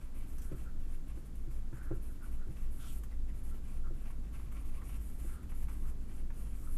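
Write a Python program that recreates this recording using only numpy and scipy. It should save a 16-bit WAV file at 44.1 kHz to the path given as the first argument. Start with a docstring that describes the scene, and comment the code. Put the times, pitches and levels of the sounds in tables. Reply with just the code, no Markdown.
"""Low rumble, mains hum and faint hiss fill a small, hard room throughout.
From the first instant a felt marker writes a few words on a wall-hung whiteboard, in short strokes.
The nib lands, often with a tick or a knock on the board. It slides and hisses, rasps when pressed,
now and then chatters in a dull half-squeak, then lifts. The walls return a short tail."""
import sys
import numpy as np
from scipy import signal
from scipy.fft import rfft, irfft, next_fast_len
from scipy.io import wavfile
from scipy.ndimage import uniform_filter1d

SR = 44100
rng = np.random.default_rng(int(sys.argv[2]) if len(sys.argv) > 2 else 0)


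def bounce(signal):
    """Save signal as a 16-bit WAV file at the path given by the first command-line argument."""
    frames = np.transpose(np.atleast_2d(signal))
    limited = np.clip(frames, -1, 1)
    pcm = np.round(limited * 32767).astype(np.int16)
    wavfile.write(sys.argv[1], SR, pcm)


N = 298599
T = np.arange(N) / SR

# room noise spectra: f/Hz, level/dB
RUMBLE_SPECTRUM = [(12, 4.5), (19, 17.5), (24, -2.5), (31, -3), (42, -9.5), (52, -0.5), (62, -7.5),
                   (68, -3.5), (80, -20.5), (125, -16.5), (180, -21.5), (245, -21), (335, -28),
                   (470, -36.5)]
AIR_SPECTRUM = [(260, -28.5), (480, 0.5), (900, -5.5), (1400, -7), (2400, -13.5), (3850, -16), (6000, -18),
                (6900, -16), (7250, -14), (7700, -17), (11400, -17.5), (14000, -20.5)]
# mains hum partials: f/Hz, level/dB
HUM_PARTIALS = [(51.5, -46.5), (100, -63.5), (198, -67.5)]
# knocks on the board: t/s, peak/dB, contact cut-off/Hz
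KNOCK_EVENTS = [(0.516, -34.5, 465), (0.529, -33.5, 253), (1.174, -44, 1200), (1.475, -39, 160),
                (1.728, -36, 160), (1.907, -37, 700), (1.913, -27, 640), (1.923, -36.5, 500),
                (2.472, -42, 330), (2.491, -34, 120), (3.908, -38, 340), (5.247, -43, 700),
                (5.43, -48.5, 900)]
# panel modes: f/Hz, level/dB, t60/s
BOARD_MODES = [(121.7, 1.5, 0.16), (224, -16, 0.17), (333, 5, 0.073), (383, -3.5, 0.09), (424, -9.5, 0.21),
               (520.5, -4.5, 0.072), (582, -12.5, 0.062), (754, -30, .08)]
# ticks of nib and barrel: t/s, click peak/dB, clack peak/dB
TICK_EVENTS = [(.383, -46, -58.5), (.419, -45, -73), (1.355, -53.5, -76), (1.728, -67, -53.5),
               (2.475, -64, -65), (3.035, -48.5, -50.5), (3.495, -58, -73), (4.103, -65, -53.5),
               (4.396, -62, -51), (4.521, -55, -53.5), (4.817, -61, -52.5), (5.43, -57, -60),
               (5.518, -70, -49.5), (5.627, -54, -61), (5.683, -61, -50), (6.303, -65, -49.5)]
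# bright click and hollow clack spectra: f/Hz, level/dB
CLICK_SPECTRUM = [(1500, -8), (3200, -0.5), (4600, -18), (6000, -4), (8000, 1.5), (11000, 0), (14000, 1)]
CLACK_SPECTRUM = [(400, -34.5), (900, 12), (1400, 9.5), (2200, 4), (3200, -9), (5000, -22), (10000, -48)]
# nib chatter: t/s, length/s, f/Hz, width/Hz, level/dB
CHATTER_EVENTS = [(0.384, 0.23, 1513, 280, -69.5), (0.646, 0.068, 1414, 170, -63),
                  (1.72, 0.25, 1485, 260, -62), (2.088, 0.034, 1436, 166, -68),
                  (2.208, 0.06, 1425, 150, -60.5), (2.385, 0.076, 1385, 160, -66.5),
                  (2.786, 0.1, 1377, 180, -62.5), (2.784, 0.16, 3190, 820, -64.5),
                  (2.792, 0.12, 5650, 2200, -69), (3.115, 0.02, 2000, 130, -68),
                  (3.296, 0.02, 1990, 130, -69), (3.51, 0.034, 1308, 180, -64.5),
                  (3.831, 0.064, 1320, 159, -62.5), (4.749, 0.11, 1096, 110, -67.5),
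                  (4.89, 0.09, 2780, 400, -71), (5.265, 0.17, 1350, 230, -64.5),
                  (5.681, 0.049, 1364, 300, -68), (5.829, 0.096, 1228, 340, -64.5),
                  (6.62, 0.11, 1295, 169, -65)]
# sliding and pressing friction spectra: f/Hz, level/dB
HISS_SPECTRUM = [(2500, -29.5), (4500, -18.5), (6000, -11.5), (7500, -5), (9000, -1.5), (11500, 1.5),
                 (12700, -2), (14300, -14)]
RASP_SPECTRUM = [(400, -9.5), (750, 6.5), (1150, -3.5), (1450, -4.5), (1900, 6), (2450, -9), (3100, -1.5),
                 (4000, -12.5), (6000, -12.5), (10000, -35)]
# board and barrel resonances under the rubbing nib: f/Hz, width/Hz, level/dB
HOLLOW_MODES = [(1153, 260, -0.5), (1335, 154, 1), (1563, 180, -4.5), (2420, 540, -1.5), (2642, 240, -6),
                (2930, 115, -10)]
# pen strokes: t/s, length/s, hiss/dB, rasp/dB, start-to-end swell/dB
STROKE_EVENTS = [ (0.0, 0.059, -71, -67, -7), (0.137, 0.11, -70, -68.5, -3), (0.262, 0.15, -68, -73, -3),
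                 (.425, .065, -66, -75, -7), (0.508, 0.022, -70, -66, 4), (0.548, 0.095, -68, -71.5, 3),
                 (0.788, 0.072, -73, -74, 0), (0.868, 0.086, -70.5, -70, 10),
                 (1.067, 0.049, -71, -66.5, -3), (1.143, .06, -72, -74, -1), (1.241, .03, -70.5, -70.5, 0),
                 (1.354, 0.1, -76, -79, -6), (1.499, 0.095, -68.5, -71.5, -7), (1.73, 0.056, -68.5, -73, 0),
                 (1.819, .04, -66, -70, -3), (1.931, .04, -69.5, -71, -2), (2.008, 0.079, -67.5, -69, 0),
                 (2.098, 0.063, -73, -75, 0), (2.214, 0.072, -68, -69.5, 1), (2.308, 0.054, -69.5, -71, -4),
                 (2.492, .045, -72, -70, 0), (2.553, 0.11, -70.5, -67.5, -1), (2.701, .13, -65, -72, 6),
                 (2.838, .145, -60.5, -69.5, 4), (3.1, .02, -73, -66.5, 0), (3.275, 0.023, -76, -70, 0),
                 (3.335, 0.073, -71, -71, -1), (3.428, 0.082, -67.5, -73, 1), (3.53, .055, -71, -73, -2),
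                 (3.624, 0.15, -70, -70, 2), (3.923, 0.19, -73.5, -71, 12), (4.23, 0.048, -77, -71.5, 0),
                 (4.319, 0.17, -72, -67.5, -8), (4.505, 0.12, -68.5, -66, 0),
                 (4.642, 0.055, -67.5, -67.5, 0), (4.71, 0.076, -71, -68, 8), (4.825, 0.14, -64, -65, 6.5),
                 (4.992, 0.21, -68, -73.5, -8), (5.178, .105, -63, -68.5, 9), (5.285, 0.074, -65, -69, -3),
                 (5.414, 0.037, -75, -72, -6), (5.482, 0.031, -67.5, -67, 2),
                 (5.535, 0.11, -66.5, -69.5, 5), (5.68, 0.076, -65, -64.5, -7), (5.759, 0.14, -67, -74, 9),
                 (5.995, .055, -75, -74, 0), (6.07, 0.14, -70.5, -70, 2), (6.32, 0.12, -66.5, -72, 9),
                 (6.445, 0.11, -71, -72.5, 3), (6.548, .14, -66.5, -76, 4), (6.694, 0.075, -63.5, -72, 3)]


def undb(db):
    """Decibels to gain."""
    return 10 ** (np.asarray(db) / 20)


def unit(x):
    """Scale to rms 1."""
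    return x / np.sqrt(np.mean(x ** 2))


def fade(t, t60_s):
    """Exponential decay, 60 dB down at t60_s."""
    return np.exp(-np.log(1000) * t / t60_s)


def add(track, start_s, sound):
    """Mix a sound into a track."""
    i = max(int(start_s * SR), 0)
    track[i:i + len(sound)] += sound[:N - i]


def walk(rate_hz):
    """Smooth random drift, rms 1."""
    step = max(int(SR / rate_hz), 1)
    held = np.repeat(rng.standard_normal(N // step + 2), step)
    return unit(uniform_filter1d(held, step)[:N])


def colour(x, points, skirt_db_per_oct=30):
    """Minimum-phase filter through (f/Hz, level/dB) points; skirts fall for two octaves."""
    size = 2 * next_fast_len(len(x))
    hz, db = np.transpose(points)
    octave = np.log2(np.maximum(np.fft.rfftfreq(size, 1 / SR), 1))
    knots = np.log2(hz)
    beyond_oct = np.abs(octave - np.clip(octave, knots[0], knots[-1]))
    gain_db = np.interp(octave, knots, db) - skirt_db_per_oct * np.minimum(beyond_oct, 2)
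    cepstrum = irfft(np.log(undb(gain_db)))
    cepstrum[1:size // 2] *= 2
    cepstrum[size // 2 + 1:] = 0
    return irfft(rfft(x, size) * np.exp(rfft(cepstrum)))[:len(x)]


def resonate(x, hz, width_hz):
    """Two equal resonators in series, gain 1 at the centre."""
    b, a = signal.iirpeak(hz, hz / width_hz, fs=SR)
    return signal.lfilter(b, a, signal.lfilter(b, a, x))


def background(rumble_end_db=-34.5, air_db=-67.5, rise_db=2.0):
    """Rumble and wavering mains hum grow slowly under an even hiss."""
    rumble = unit(colour(rng.standard_normal(N), RUMBLE_SPECTRUM)) * undb(rumble_end_db)
    hum = np.zeros(N)
    for hz, db in HUM_PARTIALS:
        amplitude = np.sqrt(2) * undb(db + walk(5.6))
        hum += amplitude * np.sin(2 * np.pi * hz * T + 0.36 * walk(6))
    air = unit(colour(rng.standard_normal(N), AIR_SPECTRUM)) * undb(air_db)
    return (rumble + hum) * undb(rise_db * (T / T[-1] - 1)) + air


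def walls(x, t60_s=0.31, wet_db=-9, delay_s=0.0037):
    """Bare walls add a short diffuse tail."""
    t = np.arange(SR // 2) / SR
    tail = rng.standard_normal(len(t)) * fade(t, t60_s) * (t > delay_s)
    return x + undb(wet_db) * signal.fftconvolve(x, tail / np.linalg.norm(tail))[:N]


def knocks(rattle_db=-12, rattle_t60_s=0.085, detune=0.033):
    """A landing rings the panel and shakes it in its frame; soft contact keeps only the low modes."""
    out, t = np.zeros(N), np.arange(SR // 3) / SR
    for start_s, peak_db, contact_hz in KNOCK_EVENTS:
        panel = np.zeros(len(t))
        for hz, mode_db, t60_s in BOARD_MODES:
            detuned_hz = hz * (1 + detune * rng.standard_normal())
            panel += undb(mode_db) * np.sin(2 * np.pi * detuned_hz * t) * fade(t, t60_s)
        noise = colour(rng.standard_normal(len(t)), [(180, -12.5), (700, -44.5), (1500, -25.0)])
        rattle = unit(noise) * fade(t, rattle_t60_s)
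        blow = panel / np.abs(panel).max() + undb(rattle_db) * rattle
        blow = signal.sosfilt(signal.butter(2, contact_hz, fs=SR, output="sos"), blow)
        add(out, start_s, blow / np.abs(blow).max() * undb(peak_db))
    return out


def ticks(click_t60_s=0.065, clack_t60_s=0.07, ring_t60_s=0.16, ring_hz=6000, ring_db=-14, firm_db=-46):
    """The nib touches down with a click and a clack; firm clicks also ring the plastic barrel."""
    out, t = np.zeros(N), np.arange(SR // 5) / SR
    ring_spectrum = [(0.81 * ring_hz, -9), (ring_hz, 0), (1.12 * ring_hz, -7)]
    for start_s, click_db, clack_db in TICK_EVENTS:
        barrel_db = click_db + ring_db + 2 * min(click_db - firm_db, 0)
        for spectrum, t60_s, peak_db in ((CLICK_SPECTRUM, click_t60_s, click_db),
                                         (CLACK_SPECTRUM, clack_t60_s, clack_db),
                                         (ring_spectrum, ring_t60_s, barrel_db)):
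            burst = colour(rng.standard_normal(len(t)) * fade(t, t60_s), spectrum)
            add(out, start_s, burst / np.abs(burst).max() * undb(peak_db))
    return out


def chatter(sag=0.051, skirt_ratio=4.2):
    """Stick-slip too uneven to sing: a rough band that swells, sags in pitch and fades."""
    out = np.zeros(N)
    for start_s, length_s, hz, width_hz, db in CHATTER_EVENTS:
        along = np.linspace(0, 1, int(length_s * SR))
        flutter = rng.standard_normal((2, SR // 2))
        for corner_hz in (width_hz / 2, skirt_ratio * width_hz / 2):
            flutter = signal.lfilter(*signal.butter(1, corner_hz, fs=SR), flutter)
        in_phase, quadrature = flutter[:, :len(along)]
        phase = 2 * np.pi * np.cumsum(hz * (1 + sag * (0.5 - along))) / SR
        band = unit(in_phase * np.cos(phase) + quadrature * np.sin(phase))
        swell = np.sqrt(np.abs(np.sin(np.pi * along)))
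        add(out, start_s, band * swell * undb(db))
    return out


def slips(rate_hz, spread_db=2.0):
    """Felt fibres catch and let go: dense tiny clicks of uneven size."""
    clicks = (rng.random(N) < rate_hz / SR) * rng.standard_normal(N)
    return unit(clicks * undb(spread_db * rng.standard_normal(N)))


def shimmer(x, depth_db=2.5, rate_hz=24, bands=9):
    """The nib turns and shows new fibres, so each band of hiss swells on its own."""
    size = next_fast_len(N)
    spectrum, hz = rfft(x, size), np.fft.rfftfreq(size, 1 / SR)
    centres_hz = np.linspace(HISS_SPECTRUM[1][0], HISS_SPECTRUM[-1][0], bands)
    out = np.zeros(N)
    for weights in np.eye(bands):
        band = irfft(spectrum * np.interp(hz, centres_hz, weights), size)[:N]
        out += band * undb(depth_db * walk(rate_hz))
    return unit(out)


def hollow(x, direct_db=-7, drift_db=2, drift_hz=8.1):
    """Board and barrel pass their resonances on to the air."""
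    resonances = sum(undb(db + drift_db * walk(drift_hz)) * resonate(x, hz, width_hz)
                     for hz, width_hz, db in HOLLOW_MODES)
    return unit(undb(direct_db) * x + resonances)


def contact(length_s, swell_db, land_s=0.016, lift_t60_s=0.098, arch_db=1):
    """Stroke envelope: the nib lands, runs fastest mid-line while it swells or fades, and lifts."""
    t = np.arange(int((length_s + lift_t60_s) * SR)) / SR
    along = np.minimum(t / length_s, 1)
    level_db = swell_db * (along - 0.5) + arch_db * (np.sin(np.pi * along) - 2 / np.pi)
    landing = np.minimum(t / land_s, 1)
    lift = fade(np.maximum(t - length_s, 0), lift_t60_s)
    return landing * undb(level_db) * lift


def strokes(flicker_db=0.73, bunch_db=1.6):
    """Fine slips hiss at the sliding nib; under pressure, coarser bunches rasp through pen and board."""
    slide, press = np.zeros(N), np.zeros(N)
    for start_s, length_s, hiss_db, rasp_db, swell_db in STROKE_EVENTS:
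        envelope = contact(length_s, swell_db)
        add(slide, start_s, envelope * undb(hiss_db))
        add(press, start_s, envelope * undb(rasp_db))
    hiss = shimmer(colour(slips(rate_hz=16000), HISS_SPECTRUM))
    hiss *= undb(flicker_db * walk(50))
    bunches = undb(bunch_db * walk(55))
    rasp = hollow(colour(slips(rate_hz=8000), RASP_SPECTRUM)) * bunches
    return hiss * slide + rasp * press


def scene():
    """Pen and board in the room, over its background; mono."""
    marker = strokes() + chatter() + knocks() + ticks()
    return (walls(marker) + background())[None]


def record(dry, cutoff_hz=14300):
    """Steep low-pass on the top treble."""
    return signal.sosfilt(signal.ellip(10, 0.2, 70, cutoff_hz, fs=SR, output="sos"), dry)


dry = scene()
out = record(dry)
bounce(out)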